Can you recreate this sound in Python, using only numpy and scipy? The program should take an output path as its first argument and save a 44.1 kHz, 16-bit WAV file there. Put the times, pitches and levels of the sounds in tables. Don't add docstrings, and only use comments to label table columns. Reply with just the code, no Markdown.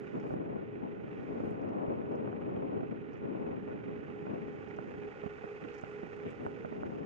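import sys
import numpy as np
from scipy import signal
from scipy.fft import rfft, irfft, next_fast_len
from scipy.io import wavfile

SR = 44100
rng = np.random.default_rng(int(sys.argv[2]) if len(sys.argv) > 2 else 0)


def unload_wav(signal):
    wavfile.write(
        sys.argv[1],
        SR,
        np.round(np.clip(np.atleast_2d(signal).T, -1, 1) * 32767).astype(np.int16),
    )


N = 310905
TIME = np.arange(N) / SR
FREQ = np.fft.rfftfreq(N, 1 / SR) + 1e-3
LEAD_S = .004

# time_s, pitch_hz
MOTOR_PITCH = [(0, 410.5), (.7, 412), (1.3, 413.5), (2.6, 414), (3.9, 416), (4.4, 414.5), (5.05, 412.5),
               (5.7, 414.5), (7.05, 414)]
# time_s, beat_hz
MOTOR_BEAT = [(0, 4.24), (.55, 4.25), (1, 5.31), (2.7, 5.19), (3.6, 4.42), (4.5, 3.25), (5.65, 4.64),
              (6.15, 3.98), (6.55, 3.1), (7.05, 5.26)]
# time_s, level_db
MOTOR_LEVEL = [(0, -47.5), (.35, -54), (.74, -48.5), (1.05, -52.5), (1.48, -45.5), (1.7, -51.5),
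               (2.1, -46.5), (2.45, -48.5), (2.7, -49.5), (3.05, -50.5), (3.7, -47), (4.2, -46),
               (4.7, -48.5), (5, -46), (5.5, -45.5), (5.75, -49), (6, -44.5), (7.05, -52)]

# time_s, roar_db, hiss_db
TYRE_LEVELS = [(0, -58, -81.5), (.33, -61, -81.5), (.38, -62, -90.5), (1.02, -61, -88.5),
               (1.12, -59, -84.5), (1.5, -60, -82.5), (1.6, -61.5, -89), (3, -61, -89.5),
               (4.6, -58.5, -81.5), (5.75, -57, -77.5), (6.4, -58, -79.5), (7.05, -60, -82)]
# frequency_hz, gain_db
ROAR_COLOUR = [(30, -13.5), (100, 1), (300, 4.5), (400, 8), (490, 13.5), (570, 5.5), (660, 0), (950, -1.5),
               (1300, 3), (1750, -3.5), (2500, -1.5), (3000, -10), (3600, -19.5), (4500, -33.5),
               (7000, -59.5)]
# frequency_hz, gain_db
HISS_COLOUR = [(2500, -5.5), (3800, -2), (5000, 1.5), (5700, -1.5), (6250, -1), (6650, 1), (7050, -4),
               (7900, -9), (8800, -18), (10500, -30.5), (15000, -38.5)]
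# frequency_hz, width_hz, lift_db
DECK_RESONANCES = [(310, 38, 6.5), (434, 32, 5.5), (800, 110, 10), (1451, 54, 7.5), (1870, 350, 7)]
# frequency_hz, gain_db
LEFT_SHADE = [(100, 3), (420, -1.5), (560, -5.5), (790, -21), (1050, -5.5), (1450, -13.5), (1750, -9),
              (1980, -9.5), (2200, -2), (3300, -9), (5200, -2.5), (7000, -8)]

# time_s, left_db, right_db
HEAD_WIND = [(0, -49, -42), (.7, -41, -42), (1.05, -41, -41.5), (2.2, -35, -39), (2.85, -39, -44.5),
             (3.12, -46, -41.5), (3.7, -41.5, -41.5), (4.05, -46.5, -42.5), (4.5, -39, -45),
             (4.65, -51.5, -42.5), (5.05, -43, -43.5), (5.15, -55, -52.5), (5.8, -60, -54),
             (6.15, -51.5, -46), (7.05, -42, -44.5)]
# start_s, length_s, left_db, right_db
WIND_GUSTS = [(0.126, 0.045, -34.5, -36), (0.213, 0.38, -37, -45.5), (0.219, 0.021, -40, -40),
              (0.801, 0.065, -36.5, -47.5), (1.264, 0.33, -38.5, -47.5), (1.589, .36, -37, -45),
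              (1.72, 0.21, -39.5, -43.5), (2.094, 0.049, -38, -37), (2.462, .36, -38.5, -37.5),
              (2.902, 0.024, -37.5, -39.5), (3.196, 0.36, -36.5, -44.5), (3.654, 0.069, -38, -46),
              (3.854, 0.066, -41, -41.5), (4.264, 0.1, -36.5, -40.5), (4.86, 0.059, -47, -51.5),
              (5.608, 0.043, -45.5, -40.5), (6.238, 0.033, -36.5, -45), (6.389, 0.088, -38, -43),
              (6.692, 0.41, -39.5, -46.5)]
# frequency_hz, gain_db
BUFFET_COLOUR = [(20, -34), (40, -29.5), (60, -16), (110, -2.5), (240, 1.5), (400, -1.5), (600, -11.5),
                 (1000, -23), (2000, -45.5), (5000, -81.5)]
# frequency_hz, gain_db
RUSH_COLOUR = [(100, -21.5), (300, -0.5), (500, 9), (800, -0.5), (1100, -6), (1500, -16.5), (2400, -29),
               (4000, -53), (9000, -74)]
# buffet_db, rush_db
RUSH_BY_WIND = [(-48.5, -72), (-42.5, -65), (-38, -49), (-31, -33)]

# start_s, level_db, centre_hz
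GRIT_HITS = [(0.2, -68, 5500), (1.399, -75, 5500), (1.615, -76, 5500), (1.688, -75, 5500),
             (2.118, -77, 5300), (2.154, -71, 5500), (2.908, -82, 5500), (3.134, -73, 5400),
             (3.171, -77, 6000), (4.685, -70, 5500), (4.764, -69, 6000), (5.742, -64, 5600),
             (5.782, -63, 6000), (5.812, -64, 6700), (6.163, -76, 7200), (6.304, -67, 6900),
             (6.463, -73, 7300)]
# middle_s, half_length_s, level_db, centre_hz
TREBLE_CRACKLES = [(0.312, 0.055, -90, 10500), (.73, .03, -99, 9000), (1.11, 0.045, -102, 9000),
                   (1.24, .04, -100, 8500), (1.463, 0.025, -86, 9500), (2.42, .015, -99, 9500),
                   (2.67, 0.016, -99, 9000), (2.825, .015, -101, 9000), (3.137, .03, -83, 5200),
                   (3.19, .04, -98, 8600), (4.383, .015, -97, 10000), (4.92, .03, -98, 9000),
                   (5.716, 0.05, -72, 2980), (5.76, 0.043, -77, 5600), (5.899, 0.051, -83, 6500),
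                   (6.285, 0.039, -57.5, 2350), (6.302, .03, -82, 7000), (6.439, 0.012, -87, 10100),
                   (6.487, 0.041, -92, 9000), (6.88, 0.015, -91, 10300)]
# start_s, level_db
SHARP_TICKS = [(.278, -70), (.294, -67), (.321, -73), (.337, -67), (.369, -72), (1.456, -73), (1.509, -63),
               (1.515, -69), (2.665, -82), (6.437, -71), (6.443, -72), (6.879, -77)]
# start_s, thump_db, clack_db
THUMPS_AND_CLACKS = [(.305, -32, -27), (0.338, -25.5, -27), (0.46, -35, -33), (1.402, -29, -31),
                     (2.274, -38.5, -24), (2.327, -35, -24.5), (2.83, -27.5, -34), (4.267, -35, -27),
                     (4.786, -33.5, -21), (5.236, -30, -36), (5.261, -26.5, -32), (5.439, -33.5, -27.5),
                     (5.836, -31.5, -23), (6.032, -29.5, -32), (6.453, -42, -42), (6.463, -29.5, -18.5),
                     (6.647, -28.5, -23), (6.724, -32.5, -31), (6.832, -32.5, -20)]
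# pitch_hz, level_db, fade_s
MOUNT_RINGS = [(433, -12, 0.027), (590, -3, 0.03), (754, -7, 0.03), (950, -10, 0.017), (1280, -6, 0.0086),
               (1497, -8.5, 0.016)]
# middle_s, half_length_s, level_db, pitch_hz
TONE_SWELLS = [(3.07, 0.1, -54, 443), (4.62, .07, -54, 441), (5.28, 0.088, -58, 439),
               (5.5, 0.078, -50, 452.6), (5.684, 0.065, -48.5, 468.6), (5.93, .07, -56, 438),
               (6.274, 0.092, -53.5, 471), (6.63, .07, -49, 470)]
# start_s, level_db
DECK_KNOCKS = [(5.216, -49), (5.639, -45.5), (5.686, -45), (5.717, -50), (5.846, -47), (6.607, -52)]


def undb(db):
    return 10 ** (np.asarray(db) / 20)


def unit(x):
    return x / np.sqrt(np.mean(x ** 2))


def curves(table):
    times, *columns = np.transpose(table)
    return [np.interp(TIME, times, column) for column in columns]


def colour(points):
    hz, db = np.transpose(points)
    return undb(np.interp(np.log(FREQ), np.log(hz), db))


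def shape(x, gain):
    size = next_fast_len(N, real=True)
    gain = np.interp(np.fft.rfftfreq(size, 1 / SR), FREQ, gain)
    return irfft(rfft(x, size) * gain, size)[..., :N]


def noise():
    return rng.standard_normal(N)


def wander(rate_hz):
    return unit(shape(noise(), np.exp(-(FREQ / rate_hz) ** 2)))


def add(out, start_s, sound):
    start = max(int(start_s * SR), 0)
    out[:, start:start + sound.shape[1]] += sound[:, :N - start]


def strike(decay_s):
    age = TIME[:4096] - LEAD_S
    return (age > 0) * np.exp(-np.abs(age) / decay_s)


def burst(outline, hz, width):
    freq = np.fft.rfftfreq(len(outline), 1 / SR) + 1
    band = np.exp(-.5 * (np.log(freq / hz) / width) ** 2)
    mics = irfft(rfft(rng.standard_normal((2, len(outline))) * outline) * band)
    return np.array([unit(mic) for mic in mics]) * np.sqrt(np.mean(outline ** 2))


def from_road(direct, scattered_left=0, scattered_right=0, lag_s=.000295):
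    late_and_shaded = colour(LEFT_SHADE) * np.exp(-2j * np.pi * FREQ * lag_s)
    return np.array([shape(direct + scattered_left, late_and_shaded), direct + scattered_right])


def widen(mics):
    leak = colour([(60, -27.5), (200, -19.0), (350, -15.5), (550, -7.5), (1000, -5.5), (2500, -18.0)])
    return mics - shape(mics[::-1], leak)


def motor(gain_db=-6, lower_db=-0.7, waver_hz=0.34, left_db=-1, right_db=2, lag_rad=0.24):
    slip = -.56 + 2 * np.pi * np.cumsum(curves(MOTOR_BEAT)[0]) / SR
    phase = 2 * np.pi * np.cumsum(curves(MOTOR_PITCH)[0] + waver_hz * wander(9.5)) / SR
    notes = np.exp(1j * (phase + slip / 2)) + undb(lower_db) * np.exp(1j * (phase - slip / 2))
    left = undb(left_db) * (notes * np.exp(-1j * lag_rad)).real
    right = undb(right_db) * notes.real
    overtones = undb(-13) * np.cos(1.922 * phase) + undb(-17) * np.cos(2 * phase)
    just_above = undb(-11) * np.cos(1.055 * phase + 0.34 * wander(13))
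    whine = np.array([left, right]) + from_road(overtones + just_above)
    return np.sqrt(2) * whine * undb(curves(MOTOR_LEVEL)[0] + gain_db)


def tyres(roar_db=8, hiss_db=1, hiss_scatter=2.3, bounce_db=1.16, grain_db=1.63):
    roar_level, hiss_level = curves(TYRE_LEVELS)
    bounce = unit(shape(noise(), np.exp(-((FREQ - 25) / 14) ** 2)))
    flutter = undb(bounce_db * bounce + grain_db * wander(450))
    ring_db = sum(db / (1 + (2 * (FREQ - hz) / width) ** 2) for hz, width, db in DECK_RESONANCES)
    scatter = 0.34 + 0.93 / (1 + (FREQ / 1400) ** 6)
    body = colour(ROAR_COLOUR) * undb(ring_db) / np.sqrt(1 + scatter ** 2)
    roar = from_road(*(shape(noise(), body * g) for g in (1, scatter, scatter)))
    hiss = from_road(*(shape(noise(), colour(HISS_COLOUR) * g) for g in (1, hiss_scatter, hiss_scatter)))
    roar = flutter * unit(roar) * undb(roar_level + roar_db)
    hiss = np.sqrt(flutter) * unit(hiss) * undb(hiss_level + hiss_db)
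    return roar + hiss


def wind_level(rise_s=0.024, fall_s=0.041):
    power = undb(curves(HEAD_WIND)) ** 2
    for start, length, left_db, right_db in WIND_GUSTS:
        rise = np.clip((TIME - start) / rise_s, 0, 1)
        fall = np.exp(-np.maximum(TIME - start - length, 0) / fall_s)
        power += (undb([[left_db], [right_db]]) * rise * fall) ** 2
    return 10 * np.log10(power)


def wind(buffet_db=-1, rush_db=-1, swirl_db=1.87, flicker_db=1.5, right_db=-1, deep_hz=150):
    level = wind_level()
    swirls = undb(swirl_db * np.array([wander(75), wander(59)]))
    buffet = unit(shape(np.array([noise(), noise()]) * swirls, colour(BUFFET_COLOUR)))
    deep = shape(buffet, 1 / (1 + (FREQ / deep_hz) ** 6))
    deep_level = level.mean() + 0.48 * (level - level.mean())
    buffet = undb(buffet_db) * ((buffet - deep) * undb(level) + deep * undb(deep_level))
    flow = noise() * np.array([[1], [-1]]) + 0.54 * np.array([noise(), noise()])
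    flow = flow * swirls[0] * undb(flicker_db * wander(300))
    rush = unit(shape(flow, colour(RUSH_COLOUR))) * undb([[0], [right_db]])
    rush_level = np.interp(level[0], *np.transpose(RUSH_BY_WIND))
    return widen(buffet) + rush * undb(rush_level + rush_db)


def grit(decay_s=0.006, left_db=-5, fine_count=24, fine_db=-91.5, fine_hz=6500):
    out = np.zeros((2, N))
    fine_times = rng.uniform(0, TIME[-1], fine_count)
    fine = [(start, fine_db + 2 * rng.standard_normal(), fine_hz) for start in fine_times]
    for start, db, hz in GRIT_HITS + fine:
        add(out, start - LEAD_S, undb(db) * burst(strike(decay_s), hz, width=.16))
    return out * undb([[left_db], [0]])


def crackles(clicks_per_s=190, jitter=0.091, scatter_db=3, click_s=.0005, hiss=0.2, left_db=-2):
    out = np.zeros((2, N))
    click_count = np.cumsum(clicks_per_s * np.exp(jitter * wander(60))) / SR
    strength = undb(scatter_db * noise())[click_count.astype(int)]
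    clicks = strength * np.exp(-(click_count % 1) / (clicks_per_s * click_s))
    crackle = unit(clicks + hiss)
    offset = TIME[:8192] - TIME[4096]
    for middle, half_length, db, hz in TREBLE_CRACKLES:
        outline = np.exp(-(offset / half_length) ** 2) * np.interp(middle + offset, TIME, crackle)
        add(out, middle + offset[0], undb(db) * burst(outline, hz, width=0.23))
    return out * undb([[left_db], [0]])


def ticks(decay_s=.00025, hz=9300, gain_db=1.5, left_db=-2):
    out = np.zeros((2, N))
    for start, db in SHARP_TICKS:
        add(out, start - LEAD_S, undb(db + gain_db) * burst(strike(decay_s), hz, width=.36))
    return out * undb([[left_db], [0]])


def thumps_and_clacks(thump_s=0.0082, thump_hz=230, thump_gain_db=-1, clack_gain_db=-4, lag_s=0.000097):
    thumps, clacks = np.zeros((2, N)), np.zeros((1, N))
    age = TIME[:4096]
    ring = sum((-1) ** k * undb(db - 60 * age / fade_s) * np.sin(2 * np.pi * hz * age)
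               for k, (hz, db, fade_s) in enumerate(MOUNT_RINGS))
    for start, thump_db, clack_db in THUMPS_AND_CLACKS:
        thump = burst(strike(thump_s), thump_hz, width=0.75)
        add(thumps, start - LEAD_S, undb(thump_db + thump_gain_db) * thump)
        add(clacks, start, undb(clack_db + clack_gain_db) * ring[None])
    thumps *= undb([[-15], [0]])
    right = signal.sosfilt(signal.butter(4, 1900, fs=SR, output="sos"), clacks[0])
    left = -undb(-3.5) * shape(right, np.exp(-2j * np.pi * FREQ * lag_s))
    return widen(thumps) + np.array([left, right])


def tone_swells(waver_hz=6):
    waver = waver_hz * wander(31)
    tones = np.zeros(N)
    for middle, half_length, db, hz in TONE_SWELLS:
        swell = undb(db) * np.exp(-((TIME - middle) / half_length) ** 2)
        tones += swell * np.sin(2 * np.pi * np.cumsum(hz + waver) / SR)
    return from_road(np.sqrt(2) * tones)


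def knocks(decay_s=0.0031, hz=2000, gain_db=1, left_db=-4):
    out = np.zeros((2, N))
    for start, db in DECK_KNOCKS:
        add(out, start - LEAD_S, undb(db + gain_db) * burst(strike(decay_s), hz, width=0.3))
    return out * undb([[left_db], [0]])


def scene():
    return (wind() + thumps_and_clacks() + motor() + tyres() + tone_swells()
            + grit() + knocks() + crackles() + ticks())


def record(dry):
    return signal.sosfilt(signal.ellip(8, .2, 70, 14800, fs=SR, output="sos"), dry)


dry = scene()
out = record(dry)
unload_wav(out)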